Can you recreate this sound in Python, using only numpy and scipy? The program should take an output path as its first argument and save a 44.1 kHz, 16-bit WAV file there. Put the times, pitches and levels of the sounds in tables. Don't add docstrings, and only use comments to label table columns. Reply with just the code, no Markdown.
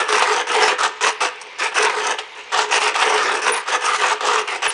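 import sys
import numpy as np
from scipy import signal
from scipy.io import wavfile
from scipy.ndimage import uniform_filter1d

SR = 44100
rng = np.random.default_rng(int(sys.argv[2]) if len(sys.argv) > 2 else 0)


def inscribe(sig):
    pcm = np.round(np.clip(np.atleast_2d(sig).T, -1, 1) * 32767)
    wavfile.write(sys.argv[1], SR, pcm.astype(np.int16))


N = 208725


def gain_of(db):
    return 10 ** (np.asarray(db) / 20)


def evened(x):
    return x / np.sqrt(np.mean(x ** 2) + 1e-20)


def value_at(points, hz):
    point_hz, value = np.transpose(points)
    return np.interp(np.log(hz + 1), np.log(point_hz + 1), value)


def add(mix, start_s, sound):
    part = mix[round(start_s * SR):][:len(sound)]
    part += sound[:len(part)]


def wobble(span):
    return evened(uniform_filter1d(uniform_filter1d(rng.standard_normal(N), span), span))


def kitchen_noise(level_db=-39):
    # frequency in Hz, relative strength of the noise there in dB.
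    noise_curve = [(18, -69), (30, -18.5), (150, -15), (263, -14.5), (418, -3), (602, -3.5), (1010, 8),
                   (1310, -4), (2140, 8), (2870, 4.5), (6420, -13.5), (10200, -50), (13300, -72),
                   (22000, -120)]
    frames, hz = N // 256 + 5, np.fft.rfftfreq(1024, 1 / SR)
    real, imaginary, patches = rng.standard_normal((frames, 513, 3)).T
    patches = evened(uniform_filter1d(uniform_filter1d(patches, 12, 0), 8, 1))
    spectrum = (real + 1j * imaginary) * gain_of(value_at(noise_curve, hz)[:, None] + 1.8 * patches)
    return gain_of(level_db) * evened(signal.istft(spectrum, nperseg=1024, noverlap=768)[1][:N])


def wall_echo(sound):
    # frequency in Hz, seconds the echo takes to fall by 60 dB.
    fade_times = [(300, 0.18), (1700, 0.59), (4600, 0.3), (10000, 0.024)]
    echoes = np.zeros(SR // 2)
    slots = np.arange(200, len(echoes) - 20, 20)
    echoes[slots + rng.integers(0, 20, len(slots))] = rng.choice([-1., 1.], len(slots))
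    hz, t, spectrum = signal.stft(echoes, SR, nperseg=256)
    fade = gain_of(-60 * t / value_at(fade_times, hz)[:, None])
    tail = signal.istft(spectrum * fade, SR, nperseg=256)[1]
    return signal.fftconvolve(sound, tail / np.linalg.norm(tail))[:N]


def low_rumble(push, knock_s=4.681):
    low_noise = signal.sosfilt(signal.butter(2, 230, fs=SR, output="sos"), rng.standard_normal(N))
    out = gain_of(-46.5 + 1.9 * wobble(700)) * push ** 0.79 * evened(low_noise)
    add(out, knock_s, gain_of(-35) * np.hanning(round(0.003 * SR)))
    return out


def shaft_squeal(pitch_hz=9670, slips_per_s=222):
    # start in seconds, length in seconds, first level in dB, last level in dB.
    squeals = [(3.516, 0.033, -13.5, -22), (3.556, 0.061, -22, -40), (4.679, 0.0273, -21, -13.5)]
    out = np.zeros(N)
    for start, length, first_db, last_db in squeals:
        waver, pace = (evened(uniform_filter1d(rng.standard_normal(3000), span)) for span in (40, 200))
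        throb = abs(np.sin(np.pi * np.cumsum(slips_per_s * (1 + 0.44 * pace)) / SR)) ** 1.1
        whistle = np.sin(2 * np.pi * np.cumsum(pitch_hz * (1 + 0.024 * waver)) / SR) * throb
        size = round(length * SR)
        loudness = gain_of(np.linspace(first_db, last_db, size)) * signal.windows.tukey(size, .1)
        add(out, start, loudness * whistle[:size])
    return out


def burr_drags():
    # start in seconds, length in seconds, pitch in Hz, level in dB compared with the crunch.
    drags = [(0.085, .13, 1250, -9), (.502, 0.21, 864, -3.5), (0.597, 0.11, 5350, -9),
             (0.67, 0.05, 2520, -3.5), (0.767, 0.069, 1250, 3), (1.599, 0.096, 2400, -1.5),
             (1.774, 0.12, 916, -10.5), (2.036, .1, 960, -10.5), (2.945, 0.12, 1250, -6),
             (3.158, 0.097, 1250, -1.5), (3.706, 0.076, 1210, -9.5), (3.822, .17, 1240, -0.5),
             (4.015, 0.11, 1020, -11), (4.245, 0.21, 1180, -0.5), (4.472, 0.11, 2060, -5)]
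    out, shape = np.zeros(N), (len(drags), SR // 4)
    patters = gain_of(3 * rng.exponential(1, shape)) * rng.standard_normal(shape)
    for (start, length, hz, db), patter in zip(drags, patters):
        width_hz = 115 * (hz / 1000) ** 0.67
        decay = np.exp(-np.pi * width_hz / SR)
        feedback = [1, -2 * decay * np.cos(2 * np.pi * hz / SR), decay * decay]
        ring = evened(signal.lfilter([1, 0, -1], feedback, patter))
        size = round(length * SR)
        add(out, start, gain_of(db) * ring[-size:] * signal.windows.tukey(size, .5))
    return out


def crank_effort():
    # start, rise and hold in seconds, effort in dB, its change over the hold in dB,
    # extra dB for the box's boom, extra dB for the burr's rasp.
    shoves = [(0, 0.0009, 0.034, -13, -9, -9, -14), (0.03, 0.0092, .04, -27, 0, -12, -23),
              (0.084, 0.054, 0.27, -17.5, -2.5, -7.5, -13), (0.47, 0.089, 0.16, -17, -1.5, -6.5, -13),
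              (0.784, 0.055, 0.0086, -17.5, 3.5, -11, -8.5), (1.009, 0.018, 0.066, -15.5, -3.5, -10.5, -9),
              (1.205, 0.0084, 0.041, -18.5, 0, -9.5, -9), (1.414, 0.0036, 0.0083, -34, -18, -28, -2.5),
              (1.586, 0.033, 0.068, -20.5, -6.5, -11.5, -11.5), (1.713, .006, .008, -29.5, 1, -16, -18),
              (1.744, 0.026, 0.1, -15, -1, -9, -14), (1.886, 0.011, 0.22, -25, 5, -6.5, -11),
              (2.182, 0.0027, 0.0081, -27, -1.5, -8.5, -16), (2.35, 0.016, 0.032, -38, 0.5, -9, -8),
              (2.518, 0.026, 0.082, -18, -1, -11.5, -10.5), (2.678, 0.022, .01, -28, -3, 0, -13.5),
              (2.709, 0.032, 0.037, -15, -2, -11, -11), (2.804, 0.064, 0.039, -17, -6.5, -9, -9),
              (2.942, 0.014, .015, -19.5, -3, -13, -9.5), (2.98, 0.029, 0.38, -16.5, -6, -6, -12.5),
              (3.417, 0.069, 0.034, -15.5, -8.5, -7, -12.5), (3.532, 0.011, 0.066, -17, -12, -12.5, -11),
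              (3.66, 0.016, .008, -27, 3, -10, -15), (3.678, 0.05, 0.029, -18, 0.5, -10.5, -12),
              (3.809, 0.044, 0.11, -20, -2.5, -13, -9), (3.983, 0.037, 0.11, -18.5, 0.5, -9.5, -9),
              (4.207, 0.055, 0.14, -19, -2.5, -5.5, -11.5), (4.474, 0.0057, 0.078, -23.5, -1, -9.5, -13.5),
              (4.62, 0.023, 0.022, -19, 1.5, -12.5, -13), (4.69, .005, .04, -36, -4, -14, -0.5)]
    bite_db = (-5.5, -8, -5.5)
    let_go_db_per_s = (329, 379, 455)
    stuck_db = (-48, -44.5, -57)
    t = np.arange(0, N + 32, 32) / SR
    power = gain_of(stuck_db)[:, None] ** 2
    for start, rise, hold, top_db, change_db, boom_db, rasp_db in shoves:
        rise = max(rise, .001)
        rise_left = np.clip(1 - (t - start) / rise, 0, 1)
        hold_done = np.clip((t - start - rise) / hold, 0, 1)
        push_db = top_db + np.outer(bite_db, rise_left) + change_db * hold_done
        push = gain_of(push_db + np.array([[boom_db], [0], [rasp_db]]))
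        after_s = np.maximum(t - start - rise - hold, 0)
        let_go = gain_of(-np.outer(let_go_db_per_s, after_s))
        trickle = gain_of(-22 - 111 * after_s)
        power = power + (t >= start) * (let_go ** 2 + trickle ** 2) * push ** 2
    return np.array([np.interp(np.arange(N) / SR, t, np.sqrt(layer)) for layer in power])


def splinters(tones, per_s, spread_db, scatter_db, detune, sharpest, snap_gain, spots):
    clicks = gain_of(spread_db * np.minimum(rng.exponential(1, N), 5)) * (rng.random(N) < per_s / SR)
    clicks *= rng.choice([-1., 1.], N)
    turning = np.arange(N) / SR * 24 + 2.5 * rng.random(N)
    click_spot = turning.astype(int) % spots
    out, t = np.zeros(N), np.arange(3000) / SR
    hz, width, db = np.transpose(tones)[:, :, None]
    width = np.maximum(width, hz / sharpest)
    snap_band = signal.butter(4, [1.048 * hz.min(), hz.max()], "band", fs=SR, output="sos")
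    low_cut = signal.butter(4, hz.min(), "high", fs=SR, output="sos")
    swing = (-1.) ** np.arange(len(tones))[:, None]
    for spot in range(spots):
        share, shift = rng.standard_normal((2, len(tones), 1))
        fades = gain_of(db + scatter_db * share) * width * np.exp(-np.pi * width * t)
        ring = (swing * fades * np.sin(2 * np.pi * hz * (1 + detune * shift) * t)).sum(0)
        ring = signal.sosfilt(low_cut, ring)
        snap = signal.sosfilt(snap_band, rng.standard_normal(len(t)) * np.exp(-t / 0.0005))
        one_break = evened(ring) + snap_gain * evened(snap)
        out += signal.oaconvolve(clicks * (click_spot == spot), one_break)[:N]
    return evened(out)


def grinding(boom_push, crunch_push, rasp_push, box_lag_s=0.0084):
    # pitch in Hz, width in Hz (wider dies sooner;
    # splinters widens the narrow ones), relative level in dB.
    box_tones = [(228, 27, 3), (362, 70, -36), (428.6, 11, 20.5), (492, 15, 19.5), (495, 29, 22),
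                 (545, 60, -14)]
    panel_tones = [(629, 60, -30), (789, 30, -0.5), (861, 44, 0.5), (910.4, 122, 5), (1050, 165, -5.5),
                   (1149, 76, 4), (1250, 89, 5.5), (1317, 99, 2), (1560, 243, -2.5), (1782, 41, 1.5),
                   (1852, 89, -5), (2009, 99, -1.5), (2566, 430, -10), (2563, 140, -1.5), (2640, 140, -7.5),
                   (2860, 57, -5.5), (3460, 490, -74)]
    burr_tones = [(4070, 1500, -6), (5610, 430, 7.5), (6354, 870, 4.5), (6600, 1100, -12.5),
                  (8980, 500, -8.5)]
    shudder_db = 0.7 * wobble(280) + 0.51 * wobble(740)
    boom = splinters(box_tones, per_s=900, spread_db=2.5, scatter_db=2.5,
                     detune=.008, sharpest=18, snap_gain=.05, spots=20)
    crunch = splinters(panel_tones, per_s=2400, spread_db=2.3, scatter_db=5,
                       detune=.015, sharpest=17, snap_gain=.7, spots=40)
    rasp = splinters(burr_tones, per_s=3600, spread_db=2.2, scatter_db=7,
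                     detune=.035, sharpest=11, snap_gain=.8, spots=40)
    boom *= gain_of(1.16 * wobble(1200))
    rasp *= gain_of(2.63 * wobble(180) + 1.36 * wobble(1100))
    lag = np.exp(-1 / (box_lag_s * SR))
    swell = signal.lfilter([1 - lag], [1, -lag], boom_push)
    return gain_of(shudder_db) * (swell * boom + crunch_push * (crunch + burr_drags()) + rasp_push * rasp)


def bean_cracks():
    # start in seconds, relative level in dB, pitch in Hz.
    cracks = [(0.09, 4, 1250), (.126, 6, 1190), (0.223, 9, 775), (.474, -7, 1220), (.545, 2, 940),
              (.679, 5.5, 796), (.789, -9, 1240), (0.84, 2, 1560), (1.009, -9, 1100), (1.068, 6, 1190),
              (1.077, 3, 1300), (1.208, 1, 1130), (1.603, -3, 2500), (1.843, -0.5, 1290),
              (1.897, -1.5, 1310), (2.094, -2.5, 1010), (2.187, 0, 2860), (2.193, -7, 3280),
              (2.529, -2, 1900), (2.59, 5.5, 1340), (2.726, -4, 1250), (2.817, 6, 1110),
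              (2.943, -3.5, 1990), (2.961, 3, 1250), (3.025, 5.5, 1250), (3.178, 4.5, 1230),
              (3.539, -7, 940), (3.687, -1.5, 1350), (3.704, -4, 1450), (3.728, -2, 1170), (3.946, 2, 1270),
              (4.208, -2, 1200), (4.273, 1, 860), (4.394, -15, 1110), (4.479, -14, 1600), (4.621, -7, 2030),
              (4.703, -0.5, 2900)]
    out, t = np.zeros(N), np.arange(1500) / SR
    treble = signal.butter(2, 3800, "high", fs=SR, output="sos")
    middle = signal.butter(2, [600, 3800], "band", fs=SR, output="sos")
    fade_in = np.minimum(t / 0.00023, 1)
    for start, db, hz in cracks:
        spray_noise, spit_noise = rng.standard_normal((2, len(t)))
        ring = 0.27 * np.sin(2 * np.pi * hz * t) * np.exp(-t / .0018)
        spray = 0.074 * evened(signal.sosfilt(middle, spray_noise)) * np.exp(-t / 0.014)
        spit = gain_of(-21) * evened(signal.sosfilt(treble, spit_noise)) * np.exp(-t / 0.0013)
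        add(out, start, gain_of(db) * (ring + spray + spit) * fade_in)
    return out


def scene():
    boom_push, crunch_push, rasp_push = crank_effort()
    mill = grinding(boom_push, crunch_push, rasp_push) + bean_cracks() + shaft_squeal()
    in_room = mill + gain_of(-17.5) * wall_echo(mill)
    thinned = signal.sosfilt(signal.butter(4, 290, "high", fs=SR, output="sos"), in_room)
    return (thinned + kitchen_noise() + low_rumble(crunch_push))[None]


def record(dry, ceiling=.95, top_hz=10130):
    rounded = dry / (1 + (dry / ceiling) ** 6) ** (1 / 6)
    treble_cut = signal.firwin(1023, top_hz, window=("kaiser", 10), fs=SR)
    return signal.oaconvolve(rounded, treble_cut[None], "same")


dry = scene()
out = record(dry)
inscribe(out)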